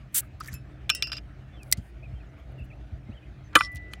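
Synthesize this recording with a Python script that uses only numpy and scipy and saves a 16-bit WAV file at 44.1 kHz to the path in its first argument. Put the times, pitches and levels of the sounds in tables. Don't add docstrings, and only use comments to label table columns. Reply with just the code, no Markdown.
import sys
import numpy as np
from scipy import signal
from scipy.fft import rfft, irfft
from scipy.io import wavfile
from scipy.ndimage import uniform_filter1d

SR = 44100
rng = np.random.default_rng(int(sys.argv[2]) if len(sys.argv) > 2 else 0)


def rack_gain(trim_db):
    fader = np.asarray(trim_db, float)
    return 10 ** (fader / 20)


def store_pcm(level_fs):
    pcm = np.round(np.clip(level_fs, -1, 1) * 32767).astype(np.int16)
    wavfile.write(sys.argv[1], SR, np.atleast_2d(pcm).T)


N = 176400
STAB_S = 3.556

# start_s, level_db, top_hz
PUFFS = [
    (.52, -28, 131),
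    (1.776, -25.5, 189),
    (2.125, -29.5, 111.8),
    (2.599, -28, 111),
    (2.92, -26, 138.4),
    (3.089, -26.5, 249),
    (3.742, -32, 130),
]


def read(points, hz):
    f, value = np.transpose(points)
    return np.interp(np.log(hz + 1), np.log(f + 1), value)


def add(mix, s, sound):
    part = mix[round(s * SR):][:len(sound)]
    part += sound[:len(part)]


def place(make, rows):
    track = np.zeros(N)
    for row in rows:
        add(track, *make(*row))
    return track


def hiss(size, colour_db):
    gain = rack_gain(colour_db(np.fft.rfftfreq(size, 1 / SR)))
    x = irfft(rfft(rng.standard_normal(size)) * gain, size)
    return x / x.std()


def wander(shape, width, axis=-1):
    return uniform_filter1d(rng.standard_normal(shape), size=width, axis=axis)


def bump(hz, octaves):
    return lambda f: np.maximum(-6 * (np.log2((f + 1) / hz) / octaves) ** 2, -80)


def lumpy(hz, octaves):
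    lumps = rng.standard_normal(24)
    lump_hz = np.linspace(0, SR / 2, len(lumps))
    return lambda f: bump(hz, octaves)(f) + 3.4 * np.interp(f, lump_hz, lumps)


def ring(modes, db, free_s=9., tilt_db=0., longer=0.94, rise_s=0.00069):
    grip_s = 0.0051
    longest = SR // 2 if free_s < 1 or len(modes) == 1 else SR // 8
    t = np.arange(min(round((free_s + .03) * SR), longest)) / SR
    column = t[:, None]
    hz, level_db, t60_s = np.transpose(modes)
    phase = rng.uniform(-1.2, 1, len(hz))
    level_db = level_db + 1.5 * rng.standard_normal(len(hz))
    decay_db = db + level_db + tilt_db * np.log2(hz / 2500) - 60 * column / (t60_s * longer)
    x = rack_gain(decay_db) * np.sin(2 * np.pi * hz * column + phase)
    x = x * rack_gain(45 * wander(x.shape, 300, axis=0) * (t60_s < .6))
    return x.sum(1) * np.minimum(t / rise_s, 1) ** 2 * np.exp(-np.maximum(t - free_s, 0) / grip_s)


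def crack(s, db, hz, t60_s=0.0093):
    t = np.arange(4096) / SR
    return s, hiss(len(t), lumpy(hz, 1)) * np.minimum(t / 0.00022, 1) * rack_gain(db - 60 * t / t60_s)


def note(s, length_s, db, from_hz, to_hz):
    u = np.arange(0, length_s, 1 / SR) / length_s
    glide_hz = from_hz + (to_hz - from_hz) * u
    return s, rack_gain(db) * np.sin(np.pi * u) ** 0.67 * np.sin(2 * np.pi * np.cumsum(glide_hz) / SR)


def jet():
    # time_s, level_db
    pressure = [
        (0.121, -74),
        (0.14, -64),
        (0.146, -22.5),
        (0.184, -20.5),
        (0.206, -31.5),
        (0.213, -68),
        (.25, -69),
        (.28, -81),
    ]
    # hz, level_db
    colour = [(410, -57), (700, -31), (1520, -17), (5840, -13), (8310, -2), (16000, -5.5)]
    s, db = np.transpose(pressure)
    t = np.arange(SR // 2) / SR
    spit_db = -0.5 * 4 * wander(len(t), 16)
    return hiss(len(t), lambda f: read(colour, f)) * rack_gain(np.interp(t, s, db, -120, -120) + spit_db)


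def cap():
    # hz, level_db, t60_s
    free_modes = [(2603, -3, 0.18), (5280, -3.5, 0.16), (7270, 1, 0.1), (9820, -5, .079), (10860, -5, 0.12),
                  (12810, -6, .086), (13300, 8, .036)]
    flat_modes = [(1530, -15, 0.036), (1920, -24, .09), (2590, -17, 0.13), (2765, -10.5, 0.43),
                  (2975, -15, 0.118), (3073, -21, .05), (4920, -2.5, 0.11), (5300, -10.5, 0.21),
                  (5430, -5, 0.07), (7560, -21, .062), (8580, -28.5, .07), (9910, -38.5, 0.149),
                  (13000, -29, 0.073)]
    rim_modes = [(1957, -14.5, 0.39), (3130, -13, 0.3), (3770, -14, .16), (4330, -24, 0.16),
                 (6130, -7.5, 0.11), (7000, -23, 0.21), (7200, -5, 0.089), (8050, -9, 0.17),
                 (9610, -2.5, 0.076), (15400, -2.5, 0.023)]
    shaken_modes = [(4970, -5, .05), (5290, -7.5, 0.063), (5426, -3, 0.06), (7400, -28, 0.032),
                    (9770, -29, .08)]
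    pair_side = [0, 0, 1, 0, 0, -1, -1, 0, 1, 0, 0, 0, 0]
    # start_s, ring_db
    free_touches = [
        (0.5391, -44),
        (0.799, -99),
    ]
    rim_touches = [
        (.9493, -34),
        (1.024, -99),
    ]
    shaken_touches = [
        (3.589, -32.5),
        (3.6, -35),
        (3.616, -34),
        (3.624, -40),
        (3.635, -32),
        (3.648, -33),
        (3.657, -40.5),
        (3.667, -56),
        (3.677, -99),
    ]
    # start_s, ring_db, spot_db
    flat_touches = [
        (0.8988, -22, 9),
        (0.9486, -31, 3),
        (1.0231, -22.5, -1),
        (1.071, -33.5, 2.5),
        (1.118, -28.5, -3.),
        (1.1319, -34, 2.5),
        (1.1679, -34, -5),
        (1.181, -44, -1),
        (1.193, -99, 0),
    ]
    # hz, level_db, t60_s
    rattle = [(3300, 4.5, 0.0064), (4170, 0, 0.0067)]
    lever = [(4790, 6, 0.0051)]
    # start_s, level_db
    slips = [
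        (0.408, -43),
        (.4365, -39),
        (.4455, -36),
        (.4595, -32),
        (.531, -37),
    ]
    out = np.zeros(N)
    for modes, touches in ((free_modes, free_touches), (rim_modes, rim_touches), (shaken_modes, shaken_touches)):
        for (s, db), (next_s, _) in zip(touches, touches[1:]):
            add(out, s, ring(modes, db, next_s - s))
    for (s, db, spot_db), (next_s, _, _) in zip(flat_touches, flat_touches[1:]):
        modes = [(hz, level_db + side * spot_db, t60_s)
                 for (hz, level_db, t60_s), side in zip(flat_modes, pair_side)]
        add(out, s, ring(modes, db, next_s - s))
    for s, db in shaken_touches:
        add(out, s, ring(rattle, db))
    for s, db in slips:
        add(out, s, ring(lever, db))
    return out


def board():
    # hz, level_db, t60_s
    wood = [(1072, -8.5, 0.042), (1233, -1, 0.045), (1345.4, 2.5, 0.045), (1518.4, 0.5, 0.049),
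            (1689, 3.5, 0.023), (2448, 4, 0.027), (3040, -1, .03), (3480, 0.5, 0.0199), (4080, -4, 0.016),
            (6050, -19, 0.015)]
    thud = [(316.6, 1.5, 0.054), (503, -2, 0.051), (191, -4.5, 0.04)]
    # start_s, level_db, tilt_db_per_octave, crack_db
    knocks = [(0.8939, -22, 10, -29.5), (0.8993, -16, 9.5, -14), (1.0235, -22, 16, -28),
              (1.071, -46, 1.5, -49), (1.097, -52.5, 1, -59), (1.118, -33.5, 9.5, -43),
              (1.1305, -36, 8, -41), (1.1676, -43.5, 4, -48.5), (1.182, -43.5, 6.5, -53.5),
              (3.553, -16, 3.5, -20.5), (3.5546, -7, 2.5, -15), (3.558, -8.5, -5, -20.5),
              (3.566, -24.5, -5.5, -33.5), (3.6078, -19, -4, -40.5), (3.6145, -33, -4, -59),
              (3.935, -32.5, 7.5, -40.5)]
    out = np.zeros(N)
    for s, db, tilt_db, crack_db in knocks:
        longer = 0.87 if tilt_db > 2 else 1
        if s > STAB_S + .03:
            longer = 0.58
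        rise_s = .0014 if tilt_db < -3.5 else .0008
        add(out, s, ring(wood, db, 9., tilt_db, longer, rise_s))
        add(out, *crack(s, crack_db, 6000, 0.013))
    add(out, STAB_S, ring(thud, -15.0))
    return out


def knife():
    # hz, level_db, t60_s
    lock = [(2035, -2.5, 0.023), (3100, -4, 0.0096), (5700, 5, 0.015), (7960, 4.5, 0.0093),
            (11785, -1.5, 0.0096)]
    blade = [(4320, -4.5, 0.15), (7040, -5.5, 0.28), (8320, -6.5, 0.16), (9180, 3.5, 0.16),
             (10470, -6.5, .1), (11540, -4.5, .09), (12900, -13, 0.15), (13830, -9.5, .13)]
    out = np.zeros(N)
    add(out, 1.7255, ring(lock, -11.5))
    add(out, STAB_S, ring(blade, -35.5, .1))
    return out


def bottle():
    # hz, level_db, t60_s
    glass = [(1160, 3.5, 0.21), (1982, -5.5, 1.24)]
    db, free_s = -25, .385
    out = np.zeros(N)
    add(out, STAB_S, ring(glass, db, free_s))
    add(out, STAB_S + free_s, ring(glass[1:], db - 25.))
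    return out


def plop(s, length_s, db, from_hz, to_hz):
    s, tone = note(s, length_s, db, from_hz, to_hz)
    crest = np.sin(np.pi * np.linspace(0, 1, len(tone)) ** 0.65) ** 4
    return s, crest * (tone + rack_gain(db - 10.0) * hiss(len(tone), bump(from_hz * 1.147, 0.28)))


def plops():
    # start_s, length_s, level_db, from_hz, to_hz
    rows = [
        (0.225, 0.028, -49.5, 1240, 1230),
        (0.402, 0.026, -28.5, 1134, 1470),
        (0.478, 0.025, -34, 1830, 1710),
    ]
    return place(plop, rows)


def metal():
    # start_s, level_db, centre_hz, t60_s
    bursts = [(0.402, -43, 9300, .015), (0.406, -43.5, 7000, .02), (.4365, -46, 13500, .008),
              (0.446, -44, 13000, .008), (.4595, -41.5, 9000, .012), (.476, -37, 9400, .012),
              (.487, -47, 12000, .015), (.531, -45.5, 7000, .02), (0.5395, -44, 11000, .025),
              (0.949, -29, 11000, .02), (1.715, -22, 9880, .012), (1.7246, -5.5, 7000, .015),
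              (1.727, -20, 6000, .022), (1.772, -52, 4800, 0.096)]
    # start_s, level_db, centre_hz
    ticks = [
        (1.632, -42, 7000),
        (3.532, -46, 2300),
        (3.719, -52, 11000),
        (3.728, -51.5, 9000),
        (3.749, -43, 9850),
        (3.758, -36.5, 6630),
        (3.769, -44, 8000),
    ]
    return place(crack, bursts + ticks)


def rub(s, length_s, db, hz):
    t = np.arange(8192) / SR
    grain_db = 1.4 * 10 * wander(len(t), 100)
    swell = np.sin(np.pi * np.minimum(t / length_s, 1)) ** 0.69
    return s, hiss(len(t), lumpy(hz, 0.69)) * swell * rack_gain(db + grain_db)


def rubs():
    # start_s, length_s, level_db, centre_hz
    rows = [(.401, 0.021, -49, 3550), (.466, .029, -53, 11100), (.412, 0.17, -54.5, 1670),
            (.405, 0.12, -58.5, 5550), (.512, 0.048, -53.5, 5760), (1.61, 0.13, -71, 11050),
            (1.121, 0.074, -51, 3100), (1.8, 0.12, -72.5, 9100), (2.375, 0.039, -80, 13100),
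            (2.51, .025, -79, 13100), (2.583, 0.027, -75.5, 12100), (2.632, 0.035, -71.5, 9500),
            (3.525, 0.047, -48, 1610), (3.561, 0.12, -50.5, 4460), (3.752, 0.031, -54, 3300),
            (3.91, 0.051, -63.5, 5100)]
    return place(rub, rows)


def ground_echo(near):
    t = np.arange(8192) / SR
    echo = hiss(len(t), bump(2500, 0.59)) * rack_gain(-60 * t / 0.075) * (t > .002)
    return rack_gain(-29) * signal.fftconvolve(near, echo / np.linalg.norm(echo))[:N]


def bird(s, length_s, db, from_hz, to_hz):
    s, tone = note(s, length_s, db, from_hz, to_hz)
    return s, tone * rack_gain(2.5 * 12 * wander(len(tone), 150))


def birds():
    # start_s, length_s, level_db, from_hz, to_hz
    rows = [(1.522, 0.058, -60.5, 3500, 3400), (1.562, 0.04, -59, 3200, 3050),
            (1.594, 0.052, -52.5, 2720, 2320), (2.023, 0.019, -52, 2330, 2610),
            (2.037, 0.015, -51.5, 2590, 2550), (2.045, 0.025, -52, 2620, 2300),
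            (2.151, 0.043, -62.5, 3180, 3100), (2.2, .025, -58.5, 2710, 2350),
            (2.238, 0.014, -66.5, 3500, 3420), (2.263, 0.02, -73.5, 6500, 6800),
            (2.29, .02, -75, 5730, 6200), (2.577, 0.031, -51, 2890, 2560), (2.606, 0.03, -53, 2890, 2560),
            (2.633, .018, -62, 2900, 2880), (2.701, 0.025, -51.5, 2720, 2160),
            (2.72, .022, -54.5, 2330, 2750), (3.059, .045, -62, 2030, 2180),
            (3.109, 0.036, -59, 2216, 3250), (3.145, 0.028, -60, 3300, 3130),
            (3.168, 0.022, -55, 3060, 3040), (3.221, 0.026, -57.5, 2480, 2480),
            (3.435, 0.055, -67, 6280, 6060)]
    return place(bird, rows)


def puff(s, db, top_hz):
    u = np.arange(8192) / SR / 0.044 * top_hz / 120
    fall_hz = 55 + (top_hz - 55) * np.exp(-3 * u)
    wobble = np.sin(2 * np.pi * np.cumsum(fall_hz) / SR)
    wobble = wobble + 0.38 * hiss(len(u), bump(top_hz * 0.62, 0.99))
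    return s, rack_gain(db) * wobble * 4 * u * np.exp(-3 * u ** 1.37)


def lull():
    t = np.arange(N) / SR
    return rack_gain(sum(-7. * np.exp(-((t - s - .11) / 0.046) ** 2) for s, _, top_hz in PUFFS if top_hz > 170))


def patchy(x):
    z = signal.stft(x, nperseg=512)[2]
    patches = uniform_filter1d(wander(z.shape, 4, axis=0), size=12, axis=1)
    return signal.istft(z * rack_gain(2.5 * patches / patches.std()), nperseg=512)[1][:N]


def wash():
    # hz, level_db
    colour = [(340, 2), (500, -5), (650, 1.5), (1000, -14), (1300, -7), (2420, -11), (4110, -22.5),
              (16000, -46.5)]
    low_cut = lambda f: -45 * np.maximum(np.log2(340 / (f + 1)), 0)
    steady = hiss(N, lambda f: read(colour, f) + low_cut(f))
    return rack_gain(-59) * patchy(steady) * rack_gain(.8 * hiss(N, bump(4.6, 1.7)))


def hum():
    # hz, width_hz, level_db
    lines = [(57.2, 11, -46), (128.15, 10, -50), (85, 81, -49), (184.8, 120, -58), (298, 36, -61.5)]
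    out = np.zeros(N)
    for hz, width_hz, db in lines:
        out += rack_gain(db) * hiss(N, lambda f: -20 * np.log10(1 + (2 * (f - hz) / width_hz) ** 2))
    return out * lull()


def scene():
    near = cap() + board() + knife() + bottle() + plops() + metal() + rubs()
    add(near, 0, jet())
    far = birds() + place(puff, PUFFS) + wash() + hum() + rack_gain(-87.) * rng.standard_normal(N)
    return (near + far + ground_echo(near))[None]


def roll_off(x):
    return signal.sosfilt(signal.butter(12, 16830, fs=SR, output="sos"), x)


def record(dry):
    low_hz, high_hz, limit = 42, 15800, .58
    x = signal.sosfilt(signal.butter(3, low_hz, "high", fs=SR, output="sos"), dry)
    x = limit * np.tanh(x / limit)
    hz = np.fft.rfftfreq(N, 1 / SR)
    x = irfft(rfft(x) * rack_gain(-22. * np.clip((hz - high_hz) / 700, 0, 1)), N)
    return roll_off(x)


dry = scene()
out = record(dry)
store_pcm(out)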